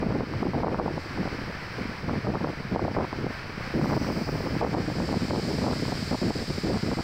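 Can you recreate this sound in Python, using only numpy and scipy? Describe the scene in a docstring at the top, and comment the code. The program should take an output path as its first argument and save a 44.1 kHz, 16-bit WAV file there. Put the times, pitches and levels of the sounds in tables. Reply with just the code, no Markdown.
"""On a rocky shore, surf churns and a blowhole hisses out a jet of mist; its spray rains on the rocks.
Gusts hit the microphone: big swirls of air rumble, small ones rasp, and the hardest ones snap.
The small camera colours the treble and whines faintly.
Its limiter turns everything down briefly at the hardest hits, so the sea dips under them."""
import sys
import numpy as np
from scipy import signal
from scipy.fft import rfft, irfft, next_fast_len
from scipy.io import wavfile
from scipy.ndimage import uniform_filter1d

SR = 44100
rng = np.random.default_rng(int(sys.argv[2]) if len(sys.argv) > 2 else 0)


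def master(y):
    """Save y as 16-bit WAV."""
    cut = np.clip(np.atleast_2d(y).T, -1, 1)
    pcm = np.round(cut * 32767)  # scale
    wavfile.write(sys.argv[1], SR, pcm.astype(np.int16))


N = 310023
TIME = np.arange(N) / SR
SIZE = next_fast_len(N + 4096)  # extra room, so filtered sound does not wrap round to the start
FREQS = np.fft.rfftfreq(SIZE, 1 / SR)

# The tone of small, rasping swirls of air. Each row: frequency in Hz, relative level in dB.
RASP_COLOUR = [(60, -6.5), (250, -6.5), (500, 4), (800, 0), (1150, -8.5), (1600, -19), (2400, -27),
               (5000, -70)]


def gain_of(db):
    """Turns decibels into a number to multiply by."""
    return 10 ** (np.asarray(db) / 20)


def unit_level(x):
    """Scales a signal so that its average level (rms) is 1."""
    return x / np.sqrt(np.mean(x ** 2) + 1e-20)


def colour_db(colour):
    """Joins rows of (Hz, dB) into a level in dB for every frequency."""
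    hz, db = np.transpose(colour)
    return np.interp(np.log(FREQS + 1), np.log(hz + 1), db)


def follow(rows):
    """Joins rows of (seconds, dB) into a gain for every sample."""
    seconds, db = np.transpose(rows)
    return gain_of(np.interp(TIME, seconds, db))


def coloured(x, colour, extra_db=0):
    """Turns each frequency of a sound up or down, following rows of (Hz, dB)."""
    return irfft(rfft(x, SIZE) * gain_of(colour_db(colour) + extra_db), SIZE)[:N]


def wander(rate_hz):
    """A smooth random curve that wobbles up to about the given rate."""
    t = np.arange(0, N / SR, 1 / 1000)
    hz = np.fft.rfftfreq(len(t), t[1])
    spectrum = rfft(rng.standard_normal(len(t))) / np.sqrt(1 + (hz / rate_hz) ** 4)
    return unit_level(np.interp(TIME, t, irfft(spectrum, len(t))))


def add(mix, start_s, sound):
    """Adds a sound into the mix at the given time."""
    part = mix[max(round(start_s * SR), 0):][:len(sound)]
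    part += sound[:len(part)]


def churn(patchy_db):
    """Foam gathers and bursts: a hiss whose level drifts in patches of time and pitch."""
    spectra = signal.stft(rng.standard_normal(N), nperseg=512, noverlap=384)[2]
    patches = uniform_filter1d(rng.standard_normal(spectra.shape), size=7, axis=0)
    patches = unit_level(uniform_filter1d(patches, size=30, axis=1))
    hiss = signal.istft(spectra * gain_of(patchy_db * patches), nperseg=512, noverlap=384)[1]
    return unit_level(hiss[:N])


def drops(per_s, spread_db):
    """Drops land at random, one click each: mostly small, a few large."""
    size = gain_of(spread_db * np.minimum(rng.exponential(1, N), 4))
    return unit_level(size * rng.choice([-1., 1.], N) * (rng.random(N) < per_s / SR))


def surf():
    """The sea washes over the rocks: churning foam with countless small splashes."""
    # The rise and fall of the sea's wash. 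Each row: time in seconds, level in dB.
    swell = [(0, -36.5), (.5, -38), (1.1, -35.5), (1.6, -35), (2.0, -36.5), (2.6, -36), (3.0, -36.5),
             (3.45, -35), (4.0, -35.5), (4.6, -35.5), (5.3, -37), (6.2, -38), (7.03, -38)]
    # The tone of the surf. Each row: frequency in Hz, relative level in dB.
    surf_colour = [(25, 9.5), (120, 8), (250, 0.5), (450, 2), (700, 1.5), (1100, 3.5), (1700, 5),
                   (2300, 2.5), (3300, -7), (5000, -7.5), (7500, -12), (11500, -8.5), (14000, -10),
                   (15500, -7)]
    water = churn(patchy_db=-0.18) + gain_of(-21) * drops(per_s=2500, spread_db=3.5)
    wobble = gain_of(0.93 * wander(rate_hz=4.3))
    return follow(swell) * unit_level(coloured(water, surf_colour)) * wobble


def blowhole():
    """Air and mist hiss out of the hole, then the spray patters thickly on the rocks."""
    # The jet leaving the hole. Each row: time in seconds, level in dB.
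    jet_levels = [(0, -77), (3.0, -62), (3.55, -55), (3.85, -34), (4.12, -33.5), (4.45, -36.5), (4.8, -43),
                  (5.4, -75), (7.03, -86)]
    # The tone of the jet. Each row: frequency in Hz, relative level in dB.
    jet_colour = [(300, -28), (1200, -30), (2000, 5.5), (3500, -11), (5000, 1), (7200, -2.5), (8500, -1),
                  (12500, -1), (13800, 3.5), (15000, 8), (15800, 2.5)]
    # The spray landing. Each row: time in seconds, level in dB.
    spray_levels = [(0, -68), (.85, -69), (1.0, -43.5), (1.4, -64), (2.0, -60.5), (3.0, -69), (4.4, -47),
                    (4.8, -41), (5.1, -35.5), (5.5, -33.5), (6.0, -32.5), (6.5, -33.5), (7.03, -36)]
    # The tone of the spray. Each row: frequency in Hz, relative level in dB.
    spray_colour = [(500, -32), (2000, 3), (3200, 0.5), (5000, 6.5), (6000, 1.5), (7000, 8.5), (8500, 6),
                    (11500, 1.5), (13300, 3), (14400, 5), (15600, -1)]
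    jet = unit_level(coloured(churn(patchy_db=-1.5), jet_colour))
    landing = drops(per_s=6000, spread_db=2.5)
    patter = churn(patchy_db=0.5) + gain_of(-5.5) * landing
    spray = unit_level(coloured(patter, spray_colour))
    return follow(jet_levels) * jet + follow(spray_levels) * spray


def airflow():
    """How strong the wind's rumble and rasp are: each gust jumps above the breeze, holds and lets go."""
    # The light breeze between gusts. Each row: time in seconds, rumble strength in dB.
    breeze = [(0, -41), (.9, -40), (1.1, -44), (1.5, -41), (1.7, -49), (2.2, -42), (2.55, -44), (2.68, -36),
              (3.1, -48), (3.45, -46), (3.7, -36.5), (4.8, -32), (6.0, -39), (7.03, -45)]
    # Gusts on the microphone. Each row: start and length in seconds, rumble and rasp strength in dB.
    gusts = [(0.0, 0.24, -26, -32.5), (0.31, 0.34, -28.5, -45.5), (0.544, 0.22, -26, -26.5),
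             (0.772, 0.147, -26, -29.5), (.92, .06, -31, -34.5), (1.139, .14, -30.5, -42.5),
             (1.298, 0.19, -35, -56), (1.758, 0.16, -36.5, -55), (2.043, 0.15, -28.5, -38),
             (2.232, .15, -28, -33.5), (2.405, .1, -31.5, -36.5), (2.711, 0.21, -26.5, -33.5),
             (2.951, 0.1, -26.5, -22.5), (3.122, 0.19, -31, -38.5), (3.739, 0.14, -22, -38),
             (3.892, 0.09, -23, -29), (4.014, 0.22, -29, -35.5), (4.267, .025, -29, -25.5),
             (4.316, .11, -29.5, -36), (4.458, 0.0191, -23.5, -29), (4.517, .06, -28, -46),
             (4.602, 0.1, -25.5, -26.5), (4.738, 0.0722, -23, -31.5), (4.952, 0.084, -25.5, -36.5),
             (5.083, .1, -24, -30), (5.217, .04, -24, -43.5), (5.296, 0.107, -25, -30.5),
             (5.438, 0.18, -30.5, -46), (5.621, 0.12, -23.5, -27), (5.76, 0.19, -29.5, -48.5),
             (5.954, 0.15, -32, -47.5), (6.114, 0.043, -23, -29), (6.215, 0.1, -24, -33),
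             (6.35, 0.095, -28.5, -42.5), (6.478, 0.11, -30, -51), (6.634, 0.14, -24.5, -29),
             (6.83, .11, -26.5, -44), (6.97, 0.042, -23.5, -29)]
    attack_s, release_s = 0.005, 0.0059
    rumble = follow(breeze)
    rasp = rumble * gain_of(-10.5)
    for start, length, rumble_db, rasp_db in gusts:
        attack = np.clip((TIME - start) / attack_s + .5, 0, 1)
        release = np.clip((start + length - TIME) / release_s + .5, 0, 1)
        rumble = np.maximum(rumble, gain_of(rumble_db) * attack * release)
        rasp = np.maximum(rasp, gain_of(rasp_db) * attack * release)
    return rumble, rasp


def turbulence(colour, steady):
    """The noise of tumbling air; steady (0 to 1) says how much its slow swings are evened out."""
    pressure = unit_level(coloured(rng.standard_normal(N), colour))
    power = uniform_filter1d(pressure ** 2, size=1300) + 1e-6
    return unit_level(pressure / power ** (steady / 2))


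def shedding(hz, waver, sharpness):
    """Swirls peel off the camera's edge at an unsteady rate, each making a narrow peak of pressure."""
    unsteady_hz = hz * np.exp(waver * wander(rate_hz=70) + .2 * wander(rate_hz=12))
    turns = np.cumsum(unsteady_hz) / SR
    pressure = np.exp(sharpness * np.cos(2 * np.pi * turns)) * gain_of(1.36 * wander(rate_hz=170))
    high_pass = signal.butter(2, 90, "high", fs=SR)
    return unit_level(signal.lfilter(*high_pass, pressure - pressure.mean()))


def wind(strength, rasp_strength):
    """Big swirls flutter over a soft draught; small ones rasp in bursts on their pressure peaks."""
    # The tone of the deep draught. Each row: frequency in Hz, relative level in dB.
    draught_colour = [(15, -14), (40, -4), (80, 4), (150, 2.5), (280, -26), (600, -54), (2000, -80)]
    # The tone of the big swirls. Each row: frequency in Hz, relative level in dB.
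    rumble_colour = [(15, -40), (40, -23), (100, -6), (200, -2), (320, -3), (480, -8.5), (800, -21),
                     (1600, -67), (4000, -86)]
    calm_db, puff_db = -29, 12.5  # wind weaker than calm_db breaks up into separate puffs
    force = strength / gain_of(calm_db)
    bursts = np.tanh(wander(rate_hz=49.5))
    # The draught grows more slowly than the rest, so lulls sound deeper.
    draught = turbulence(draught_colour, steady=0.97) * strength ** 0.62
    shed_hz = 199.5 * force ** .22  # stronger wind sheds swirls faster
    swirls = turbulence(rumble_colour, steady=1.0)
    swirls += gain_of(0.5) * shedding(shed_hz, waver=.29, sharpness=0.96)
    flutter = unit_level(unit_level(swirls) * gain_of(2.33 * bursts))
    sputter = gain_of(5 * bursts + 9.7 * np.tanh(wander(rate_hz=48)) + 7.3 * np.tanh(flutter))
    rasp = unit_level(turbulence(RASP_COLOUR, steady=0.7) * sputter)
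    calmness = 1 / (1 + force ** 2)
    puffs = gain_of(puff_db * calmness * (np.tanh(wander(rate_hz=34.4)) - 0.05))
    roar = gain_of(-0.66) * strength * flutter + gain_of(-2.2) * rasp_strength * rasp
    return gain_of(-17.0) * draught + puffs * roar


def vortex(db):
    """One swirl crosses the microphone's opening: its tight core snaps, its wide rim puffs softly."""
    core_hz, core_cycles, rim_hz, rim_s = 806, 0.53, 228, 0.003
    t = np.arange(-700, 700) / SR
    detune, core_phase, rim_phase = rng.uniform(-1, 1, 3) * [0.21, 0.35, 0.4]
    hz = core_hz * np.exp(detune)
    core = np.exp(-(t * hz / core_cycles) ** 2) * np.cos(2 * np.pi * (hz * t + core_phase))
    rim = np.exp(-(t / rim_s) ** 2) * np.cos(2 * np.pi * (rim_hz * t + rim_phase))
    return gain_of(db + 0.5) * core + gain_of(0.23 * db - 23.5) * rim  # even a weak swirl puffs fully


def buffets(strength):
    """Hard swirls hit, each trailing a short rasp; strays come more often and louder in strong wind."""
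    # The hardest single swirls. Each row: time in seconds, strength in dB.
    hard_hits = [(.336, -21.5), (.429, -13.5), (.468, -20), (.534, -18), (0.633, -6.5), (0.681, -13),
                 (.744, -10.5), (0.797, -4.5), (.879, -10.5), (1.175, -20), (1.23, -23), (2.094, -12),
                 (2.269, -16), (2.354, -11.5), (2.444, -9.5), (2.471, -19), (2.76, -2.5), (2.793, -12.5),
                 (2.88, -9.5), (2.965, -12.5), (3.004, -17), (3.128, -15), (3.909, -17.5), (3.931, -15),
                 (4.045, -21), (4.1, -15.5), (4.613, -10), (4.628, -7.5), (4.664, -13.5), (4.748, -7),
                 (4.9, -18.5), (5.001, -14.5), (5.921, -13), (6.144, -17), (6.305, -13), (6.914, -18)]
    wake_db, wake_rise_s, wake_decay_s = -12.5, 0.0018, 0.0092  # the trailing rasp; dB against its hit
    strays_per_s, stray_db = 4, 6  # dB above the wind's strength
    lead_s = .0143  # a swirl starts early, so that it peaks close to its time
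    hits, wake_level = np.zeros(N), np.zeros(N)
    t = TIME[:SR // 10]
    wake = np.minimum(t / wake_rise_s, 1) * np.exp(-t / wake_decay_s)
    for time_s, db in hard_hits:
        add(hits, time_s - lead_s, vortex(db))
        add(wake_level, time_s, gain_of(db + wake_db) * wake)
    stray_chance = strays_per_s / SR * strength / strength.mean()
    for at in np.flatnonzero(rng.random(N) < stray_chance):
        add(hits, at / SR - lead_s, vortex(20 * np.log10(strength[at]) + stray_db))
    return hits + wake_level * turbulence(RASP_COLOUR, steady=0.9)


def scene():
    """Sea, blowhole and wind meet at one microphone."""
    rumble, rasp = airflow()
    return (surf() + blowhole() + wind(rumble, rasp) + buffets(rumble))[None]


def microphone(x):
    """The microphone's small opening favours some pitches and cancels others."""
    # The broad humps and dips in the treble. Each row: frequency in Hz, gain in dB.
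    response = [(2200, -1.5), (2850, -4), (3100, -2), (3500, -6.5), (4350, 0), (4900, 1.5), (5500, -2.5),
                (6600, -15), (7600, -13.5), (8600, -17.5), (9700, -25), (11200, -23.5), (12300, -24.5),
                (14800, -24)]
    # Narrow dips where sound cancels in the opening and off the camera's body.
    # Each row: frequency in Hz, half-width in Hz, gain in dB.
    notches = [(1910, 28, -4), (2800, 77, -2.5), (6840, 460, -2.5), (12200, 400, -1.5)]
    notches_db = sum(db / (1 + ((FREQS - hz) / width) ** 4) for hz, width, db in notches)
    return coloured(x, response, notches_db)


def limiter(x, threshold_db, recover_db_per_s, sense_hz, share):
    """Loud peaks turn the volume down at once, then it climbs back steadily; bass counts for less."""
    sensed = signal.lfilter(*signal.butter(1, sense_hz, "high", fs=SR), x)
    peak_db = 10 * np.log10(abs(uniform_filter1d(2 * sensed ** 2, size=120)) + 1e-12)
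    cut_db = share * np.maximum(peak_db - threshold_db, 0)
    recovery_db = TIME * recover_db_per_s
    held_db = np.maximum.accumulate(cut_db + recovery_db) - recovery_db
    return x / gain_of(uniform_filter1d(held_db, size=40))


def camera_whine():
    """The camera gives off faint, steady, high tones."""
    # The tones of the whine. Each row: frequency in Hz, average (rms) level in dB.
    tones = [(7962, -82), (8877, -88), (9259, -88)]
    return sum(np.sqrt(2) * gain_of(db) * np.sin(2 * np.pi * hz * TIME) for hz, db in tones)


def record(dry):
    """The camera colours the sound, tames its peaks, adds a whine and cuts the highest treble."""
    heard = limiter(microphone(dry[0]), threshold_db=-26.0, recover_db_per_s=83, sense_hz=494, share=0.5)
    low_pass = signal.firwin(511, cutoff=15780, window=("kaiser", 9), fs=SR)
    return signal.oaconvolve(heard + camera_whine(), low_pass, "same")[None]


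dry = scene()
out = record(dry)
master(out)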